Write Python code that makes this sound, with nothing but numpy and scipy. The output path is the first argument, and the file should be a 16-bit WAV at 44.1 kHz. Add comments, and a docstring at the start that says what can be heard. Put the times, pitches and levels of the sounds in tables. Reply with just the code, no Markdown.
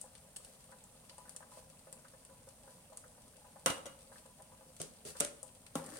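"""Thick curry simmering in a kitchen

Bubbles plop in a wide metal pot and skins of gravy snap over a faint sizzle, rustling and burner rumble.
A dish is set down; a steel ladle leaves the counter, knocks the pot and starts to stir.
Bubbles are decaying sine glides; snaps, spatter and rustle are shaped noise.
Knocks are a noise crack plus ringing modes; all but the burner pass through short noise echoes."""
import sys
import numpy as np
from scipy import signal
from scipy.fft import rfft, irfft, next_fast_len
from scipy.io import wavfile

SR = 44100
rng = np.random.default_rng(int(sys.argv[2]) if len(sys.argv) > 2 else 0)


def transcribe(u):
    """Save the signal u as a 16-bit wav file named by the first command-line argument.

    u: samples, shape (n,) or (channels, n), limited to [-1, 1]; the rate is SR.
    q: integer samples, one column per channel.
    """
    v = np.clip(np.atleast_2d(u).T, -1, 1)
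    q = np.round(v * 32767).astype(np.int16)
    wavfile.write(sys.argv[1], SR, q)


N = 264371
TIME_S = np.arange(N) / SR
EVENT_S = TIME_S[:SR // 2]  # time axis of one event

# spectrum of tearing films, shared by snaps and fizz: f/Hz, level/dB
SNAP_SPECTRUM = [(100, -21), (3000, -27.5), (6000, -6.5), (8000, 1), (16000, -14.5)]


def amp(db):
    """Decibels to gain."""
    return 10 ** (np.asarray(db) / 20)


def read(points, hz):
    """Interpolates a table of (f/Hz, value) on a log-frequency axis."""
    f, value = np.transpose(points)
    return np.interp(np.log(hz + 1), np.log(f + 1), value)


def colour(x, points):
    """Causal minimum-phase filter with the given spectrum (f/Hz, level/dB)."""
    size = 4096
    log_gain = np.log(amp(read(points, abs(np.fft.fftfreq(size, 1 / SR)))))
    response = np.exp(np.conj(signal.hilbert(log_gain)))
    taps = np.fft.ifft(response).real[:size // 2]
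    return signal.oaconvolve(x, taps[None], axes=1)[:, :x.shape[1]]


def diffuse(size):
    """White noise at two microphone ports: alike in the bass, unrelated in the treble."""
    # left-right likeness: f/Hz, coherence
    likeness = [(60, 0.93), (150, 1), (300, 0.86), (640, 0.7), (1400, 0.38), (3000, 0)]
    full = next_fast_len(size)
    a, b = rfft(rng.standard_normal((2, full)))
    same = np.clip(read(likeness, np.fft.rfftfreq(full, 1 / SR)), -1, 1)
    mid = a * np.sqrt((1 + same) / 2)
    side = b * np.sqrt((1 - same) / 2)
    return irfft(np.array([mid + side, mid - side]), full)[:, :size]


def add(mix, start_s, sound, pan_db=0):
    """Mixes a sound in at start_s; positive pan_db favours the left."""
    part = mix[:, max(round(start_s * SR), 0):][:, :sound.shape[-1]]
    panned = amp([[pan_db / 2], [-pan_db / 2]]) * sound
    part += panned[:, :part.shape[1]]


def burst(decay_s, size=len(EVENT_S)):
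    """A puff of noise that dies away exponentially."""
    return diffuse(size) * np.exp(-EVENT_S[:size] / decay_s)


def crackle(per_s, spread_db):
    """Random clicks of uneven size and side, rms 1."""
    size = amp(spread_db * np.minimum(rng.exponential(1, N), 4))
    struck = rng.random(N) < per_s / SR
    clicks = size * struck * rng.standard_normal((2, N))
    return clicks / (clicks.std() + 1e-12)


def plop(hz, ring_s, rise=0.19, swell_s=0.00087):
    """A bubble's cavity rings, gliding up through about hz as its mouth opens."""
    t = EVENT_S[:SR // 10]
    pitch_hz = hz * (1 + rise * (np.tanh(t / (2 * ring_s)) - .5))
    tone = np.sin(2 * np.pi * np.cumsum(pitch_hz) / SR)
    return tone * np.exp(-t / ring_s) * (1 - np.exp(-t / swell_s))


def swarm(low_hz, high_hz, cycles, per_s, spread_db, count=14):
    """A crowd of small bubbles of many pitches, each ringing for a few cycles; rms 1."""
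    out = np.zeros((2, N))
    grains = []
    for hz in np.geomspace(low_hz, high_hz, count):
        grain = plop(hz, cycles / hz, swell_s=.5 / hz)
        grains.append(grain[:round(6 * cycles / hz * SR)])
    for when, kind, size, side in rng.random((round(per_s * N / SR), 4)):
        level = amp(-spread_db * np.log(size + 0.0055))
        add(out, when * N / SR, grains[int(kind * count)] * level, 10 * (side - .5))
    return out / out.std()


def burner(hum_hz=162, hum_width_hz=10, hum_db=-72):
    """Stove: steady coloured noise, plus a wavering drone of noise through a narrow resonance."""
    # rumble and hiss: f/Hz, level/dB
    roar = [(20, -55), (40, -45), (65, -42), (95, -45), (165, -47.5), (240, -44), (340, -60), (440, -53),
            (540, -48.5), (750, -55), (1200, -62), (2400, -66), (5000, -68.5), (16000, -62)]
    peak = signal.iirpeak(hum_hz, hum_hz / hum_width_hz, SR)
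    drone = signal.lfilter(*peak, diffuse(N))
    return colour(diffuse(N), roar) + amp(hum_db) * drone / drone.std()


def sizzle(fizz_db=-73, pops_db=-78, blub_db=-73):
    """Tiny bubbles fizz and pop at the surface while vapour blubs deep down."""
    fizz = colour(crackle(per_s=210, spread_db=-1), SNAP_SPECTRUM)
    pops = swarm(2600, 9000, cycles=1.5, per_s=260, spread_db=3.3)
    blubs = swarm(70.7, 244, cycles=1.04, per_s=35, spread_db=1.5).mean(0)
    return amp(fizz_db) * fizz + amp(pops_db) * pops + amp(blub_db) * blubs


def stroke(start_s, length_s, attack_s=0.0063, release_s=0.012):
    """Envelope of one rustling stroke: attack, hold, release."""
    t = TIME_S - start_s
    return np.clip(t / attack_s, 0, 1) * np.exp(-np.maximum(t - length_s, 0) / release_s)


def handling(rim_db=-71, drag_rustle_db=-11.5, squish_db=-14):
    """Herbs and ladle rustle, gravy crackles at the hot rim; stirring squelches and squeezes out air."""
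    # strokes of herbs and of the ladle being picked up: t/s, length/s, level/dB
    stroke_table = [(0.001, 0.017, -61.5), (0.415, 0.14, -67), (1.098, .2, -71), (1.506, 0.091, -61.5),
                    (2.69, 0.05, -67.5), (4.122, 0.074, -64.5), (4.813, .02, -55), (5.057, 0.05, -50.5),
                    (5.161, 0.034, -53.5)]
    # ladle dragging through thick gravy: t/s, level/dB
    drag = [(5.74, -76), (5.79, -59), (5.84, -46.5), (5.885, -48), (5.92, -44), (5.99, -43.5)]
    # spectra of leaves and metal, rim crackle, squelch: f/Hz, level/dB
    rustle_spectrum = [(100, -7), (1500, 1), (2800, -1), (5000, 1), (9000, 0.5), (16000, -1)]
    rim_spectrum = [(100, -5), (1500, -0.5), (2800, -1.5), (6000, 0.5), (16000, -1)]
    squelch_spectrum = [(40, -20), (160, -15), (400, -9), (550, 6), (900, -10.5), (1800, -1.5), (2800, -26),
                        (8000, -43)]
    effort = amp(np.interp(TIME_S, *np.transpose(drag), left=-120))
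    strokes = sum(amp(db) * stroke(t, length_s) for t, length_s, db in stroke_table)
    rustle = strokes * crackle(per_s=3000, spread_db=2.0)
    rustle += amp(drag_rustle_db) * effort * crackle(per_s=900, spread_db=3.0)
    rim = amp(rim_db) * colour(crackle(per_s=900, spread_db=1.5), rim_spectrum)
    squelch = colour(effort * crackle(per_s=330, spread_db=2.5), squelch_spectrum)
    pockets = amp(squish_db) * effort * swarm(305, 2620, cycles=4.4, per_s=130, spread_db=0.0)
    return colour(rustle, rustle_spectrum) + rim + squelch + pockets


def snaps(snap_db=-1, snap_s=0.0011, smack_db=1, smack_s=0.0048, pan_db=2):
    """Films of gravy tear: a sharp snap inside a short smack; faint ones fall at random."""
    # clearest snaps: t/s, level/dB, smack/dB re level
    clear = [(0.014, -28.5, -32), (0.152, -45.5, -6), (0.3622, -32.5, -13.5), (0.3669, -28, -28),
             (0.448, -36.5, -19.5), (0.8396, -40.5, -33), (1.0957, -45, -2), (1.1818, -39, -37),
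             (1.294, -32.5, -24), (1.3635, -30.5, -20.5), (1.927, -32, -22), (2.2499, -40, -20),
             (2.4889, -38, -21.5), (2.9726, -31, -24), (4.182, -44.5, -11.5), (4.4215, -39.5, -26),
             (4.766, -40.5, -16), (5.1683, -38.5, -14), (5.43, -30, -32), (5.665, -41.5, -9),
             (5.863, -34.5, -30), (5.97, -35, -19)]
    # dull smack: f/Hz, level/dB
    smack_spectrum = [(100, -7), (1500, 3.5), (4500, 6), (8000, -4), (16000, -25)]
    faint_per_s, faint_db, faint_spread_db, faint_smack_db = 5.4, -46.5, 0.5, -15.5
    faint = [(rng.uniform(0, N / SR), rng.normal(faint_db, faint_spread_db), faint_smack_db)
             for _ in range(round(faint_per_s * N / SR))]
    snap, smack = np.zeros((2, 2, N))
    swell = 1 - np.exp(-EVENT_S[:2048] / 0.00089)
    for t, db, dull_db in clear + faint:
        add(snap, t, amp(db + snap_db) * burst(snap_s, size=2048), pan_db)
        thud = burst(smack_s, size=2048) * swell
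        add(smack, t - .001, amp(db + dull_db + smack_db) * thud, pan_db)
    return colour(snap, SNAP_SPECTRUM) + colour(smack, smack_spectrum)


def bubbles(plop_db=-3.5, ring_s=0.005, spatter_db=5, spatter_s=0.0093, gurgle_db=2, gurgle_s=0.014,
            open_s=0.0024, small_db=-76):
    """Large bubbles plop, gurgle and spatter among small ones; air in the pot's hollow resonates."""
    # large bubbles: t/s, level/dB, f/Hz, spatter/dB re level
    large = [(0.041, -51.5, 850, -22), (0.69, -54, 520, -19), (0.72, -50.5, 550, -7), (0.9, -63, 540, -21),
             (1.181, -45, 992, -28), (1.252, -52.5, 810, -11), (1.279, -59, 570, -5.5),
             (1.35, -57.5, 535, -10), (1.405, -48, 874, -15), (1.423, -56, 1005, -3.5),
             (1.517, -48.5, 977, -29), (1.572, -46, 604, -31), (1.87, -50.5, 590, -13),
             (1.925, -53, 528, -26), (2.047, -63.5, 543, 3.5), (2.134, -53, 530, -12),
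             (2.291, -54.5, 503, -15), (2.472, -50, 545, -22), (2.638, -55.5, 546, -27),
             (2.675, -50.5, 516, -14), (2.921, -47, 646, -28), (3.038, -53.5, 1400, -9),
             (3.178, -53.5, 604, -19), (3.444, -52.5, 840, -15.5), (3.559, -46.5, 737, -19),
             (4.116, -51.5, 730, -11), (4.157, -56.5, 593, -3.5), (4.255, -52.5, 560, -21),
             (4.399, -50, 635, -20), (4.519, -51.5, 977, -26), (4.608, -54, 670, -20),
             (5.152, -51, 495, -7), (5.429, -47.5, 600, -33)]
    # spectra of spatter and gurgle: f/Hz, level/dB
    spatter_spectrum = [(100, -4), (500, -2), (1100, 11.5), (1500, 18), (1900, 10.5), (2400, -6),
                        (3500, -11), (9000, -13)]
    gurgle_spectrum = [(100, -35), (380, -7.5), (520, 3), (1050, 4.5), (1400, -11.5), (2400, -25),
                       (8000, -36)]
    # air resonances in the pot: f/Hz, width/Hz, gain of the added resonance/dB
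    hollow = [(528, 30.5, 8), (616, 27, 6.5), (829, 39, 5.5), (992, 15, 7.5), (1373, 93, -8)]
    # smaller cavities, mostly higher, ring after the first plop as the crater closes
    after_count, after_span_s, after_db, after_octaves = 3, 0.032, -8.5, 0.31
    out, spatter, gurgle = np.zeros((3, 2, N))
    opening = 1 - np.exp(-EVENT_S[:4096] / open_s)  # steam pushes the thick skin open
    for t, db, hz, wet_db in large:
        add(out, t, amp(db + plop_db) * plop(hz, ring_s))
        for late, size in rng.random((after_count, 2)):
            after_hz = hz * 2 ** (after_octaves * (2 * size - .5))
            after = amp(db + plop_db + after_db) * plop(after_hz, ring_s)
            add(out, t + late * after_span_s, after)
        spray = burst(spatter_s, size=4096) * np.sqrt(opening)
        add(spatter, t, amp(db + wet_db + spatter_db) * spray)
        add(gurgle, t - .002, amp(db + gurgle_db) * burst(gurgle_s, size=4096) * opening)
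    out += colour(spatter, spatter_spectrum) + colour(gurgle, gurgle_spectrum)
    out += amp(small_db) * swarm(low_hz=493, high_hz=1603, cycles=2.9, per_s=70, spread_db=2)
    resonance = sum(amp(db) * signal.lfilter(*signal.iirpeak(hz, hz / width_hz, SR), out)
                    for hz, width_hz, db in hollow)
    return out + resonance


def knocks(clatter_s=0.034, swell_s=0.0017, note_swell_s=0.0042):
    """Each contact is a noise crack, then the struck thing's decaying modes and clatter."""
    # contacts: t/s, thing, ring/dB, crack/dB, contact time/s, left-right/dB
    contacts = [ (3.6601, "dish", -27.5, -19, 0.004, -0.5), (3.7, "dish", -38, -33, 0.008, 0.5),
                (3.78, "dish", -69, -51, 0.003, 4), (3.856, "dish", -55.5, -47.5, 0.007, 10.5),
                (3.863, "dish", -49, -45.5, 0.0054, -4), (4.8, "counter", -40, -44, 0.0053, 0),
                (4.8156, "counter", -49, -33.5, 0.0031, 2), (5.051, "counter", -45.5, -43, 0.0026, -2),
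                (5.2016, "ladle", -62, -29, 0.0017, -8.5), (5.205, "ladle", -47, -21, 0.0029, 1),
                (5.2068, "ladle", -29, -29, 0.001, 1.5), (5.248, "ladle", -52, -30.5, 0.0035, -1.5),
                (5.754, "pot", -28.5, -34, 0.0044, 0.5)]
    # modes by thing: f/Hz, level/dB, t60/s, left lead/rad
    modes = { "dish": [(133, -14, 0.11, 0), (166, -13, 0.15, -0.5), (219, -11, 0.17, -1),
             (283, -12, 0.23, 1.2), (335, -6.5, 0.14, 4), (525, 5, 0.083, 0.3), (558, -7, 0.1, 1),
             (780, -14, 0.17, -2.5), (853, -13, 0.11, 2.2), (1060, -6.5, .22, -2.5), (1145, -11, 0.21, 2),
             (1350, -11.5, 0.25, -3.5), (2020, -13, 0.13, -0.5), (2640, -20, 0.17, 0),
             (2860, -17, 0.26, -0.5), (2890, -18, 0.34, 2.5), (3040, -20, 0.21, 4), (3760, -14, 0.1, -1),
             (5850, -7, 0.077, -3)], "counter": [(161.5, -8, 0.44, -1.5), (236, -13, 0.2, 2.6),
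             (340, -7, 0.14, 2), (421, -3, 0.21, 1.25), (513, -13, 0.18, 2)],
             "ladle": [(149.6, -16, 0.18, 0.5), (244, 1, 0.063, -0.5), (278, -20, 0.13, 3),
             (340, -10, 0.11, 2.5), (450, -5, 0.1, 1), (523, -7, 0.094, 2.5), (578, -11.5, 0.34, -0.5),
             (1370, -6, 0.057, -3), (1860, -28, 0.17, -8)], "pot": [(161.5, -12.5, 0.33, 0),
             (238, 4, 0.074, 0.054), (274, 5, 0.044, 0), (531, -2.5, 0.094, 1), (820, -5, 0.054, .5),
             (1070, -11, 0.097, 0), (1350, -10.5, 0.071, 0.54)]}
    # crowd of weaker modes by thing: f/Hz, level/dB
    clatter = { "dish": [(40, -5), (130, 1.5), (700, 6.5), (1200, 9), (2200, 0), (3000, 0.5), (4800, -6.5),
               (9000, -9.5), (16000, -9)], "counter": [(40, -11), (200, 11.5), (600, 10.5), (900, -3),
               (2500, -7), (7000, -0.5), (16000, -22)], "ladle": [(40, -12), (200, 4), (600, 7), (900, -6),
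               (1400, -2), (2500, -4.5), (9000, -11), (16000, -33)], "pot": [(40, -14), (100, -1),
               (200, -5), (400, 1), (1000, 3.5), (1400, -5), (1900, -10.5), (5000, -17.5), (16000, -14.5)]}
    # crack before the contact-time tilt: f/Hz, level/dB
    crack_spectrum = [(100, -9), (700, 1.5), (1400, -3), (2200, -5), (3300, 5.5), (4800, -2.5), (6000, 5.5),
                      (8500, 5), (11000, 2.5), (16000, -9)]
    # rubs and pushes waking one mode of the rocking dish or stirred pot: t/s, level/dB, f/Hz, t60/s
    notes = [(3.856, -39.5, 5960, 0.034), (3.862, -44, 6940, 0.05), (3.8655, -31, 541.5, 0.076),
             (5.816, -39, 535, 0.15), (5.882, -35, 238, 0.071)]
    neutral_contact_s, dulling_db = 0.0031, 3  # dB/octave lost per doubling of contact time
    t = EVENT_S
    out = np.zeros((2, N))
    for start_s, thing, ring_db, crack_db, contact_s, pan_db in contacts:
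        ring = colour(burst(clatter_s), clatter[thing])
        for k, (hz, db, t60_s, lead) in enumerate(modes[thing]):
            phase = 2 * np.pi * hz * t + [[lead / 2], [-lead / 2]]
            ring += (-1) ** k * amp(db - 60 * t / t60_s) * np.sin(phase)
        tilt_db = -dulling_db * np.log2(contact_s / neutral_contact_s)
        tilted = [(hz, db + tilt_db * np.log2(hz / 5000)) for hz, db in crack_spectrum]
        crack = colour(np.tanh(diffuse(len(t))) * np.exp(-(t / contact_s) ** 4), tilted)
        knock = amp(ring_db) * ring * (1 - np.exp(-t / swell_s)) + amp(crack_db) * crack
        add(out, start_s, knock, pan_db)
    for start_s, db, hz, t60_s in notes:
        note = amp(db - 60 * t / t60_s) * np.sin(2 * np.pi * hz * t)
        add(out, start_s, note * (1 - np.exp(-t / note_swell_s)))
    return out


def kitchen(x, wet_db, early_db):
    """Quick reflections from pot and tiled corner, then the room's short tail, as decaying noise."""
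    # room decay: f/Hz, t60/s
    room_t60 = [(100, 0.23), (600, 0.59), (3000, 0.39), (9000, 0.34), (16000, 0.27)]
    size = len(EVENT_S)
    hz, t, z = signal.stft(diffuse(size), SR, nperseg=256)
    decay = amp(-60 * t / read(room_t60, hz)[:, None])
    tail = signal.istft(z * decay, SR, nperseg=256)[1][:, :size]
    tail *= 1 - np.exp(-EVENT_S / 0.0013)
    early = burst(0.007) * (EVENT_S > .001)
    echo = amp(wet_db) * tail / np.linalg.norm(tail[0])
    echo += amp(early_db) * early / np.linalg.norm(early[0])
    return x + signal.fftconvolve(x, echo, axes=1)[:, :N]


def scene(port_delay_samples=4):
    """Pot and burner, with the pot louder at left and the right port late, plus the knocks."""
    plops = kitchen(bubbles(), wet_db=-10.0, early_db=-5.5)
    crackles = kitchen(snaps() + sizzle() + handling(), wet_db=-5.5, early_db=-5.0)
    left, right = (plops + crackles) * amp([[.9], [-.9]]) + burner()
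    stove = np.array([left, np.roll(right, port_delay_samples)])
    return stove + kitchen(knocks(), wet_db=-9.5, early_db=-11.5)


def record(dry, edge_hz=16200):
    """The microphone port rings in the high treble; then a linear-phase lowpass limits the band."""
    # microphone response: f/Hz, gain/dB
    microphone = [(20, -4.5), (5000, 0), (7200, 1), (8200, 5), (9150, 9.5), (9900, 4), (11000, -0.5),
                  (12500, -5), (16000, -8.5)]
    edge = signal.firwin(511, edge_hz, window=("kaiser", 9), fs=SR)
    return signal.oaconvolve(colour(dry, microphone), edge[None], "same", axes=1)


dry = scene()
out = record(dry)
transcribe(out)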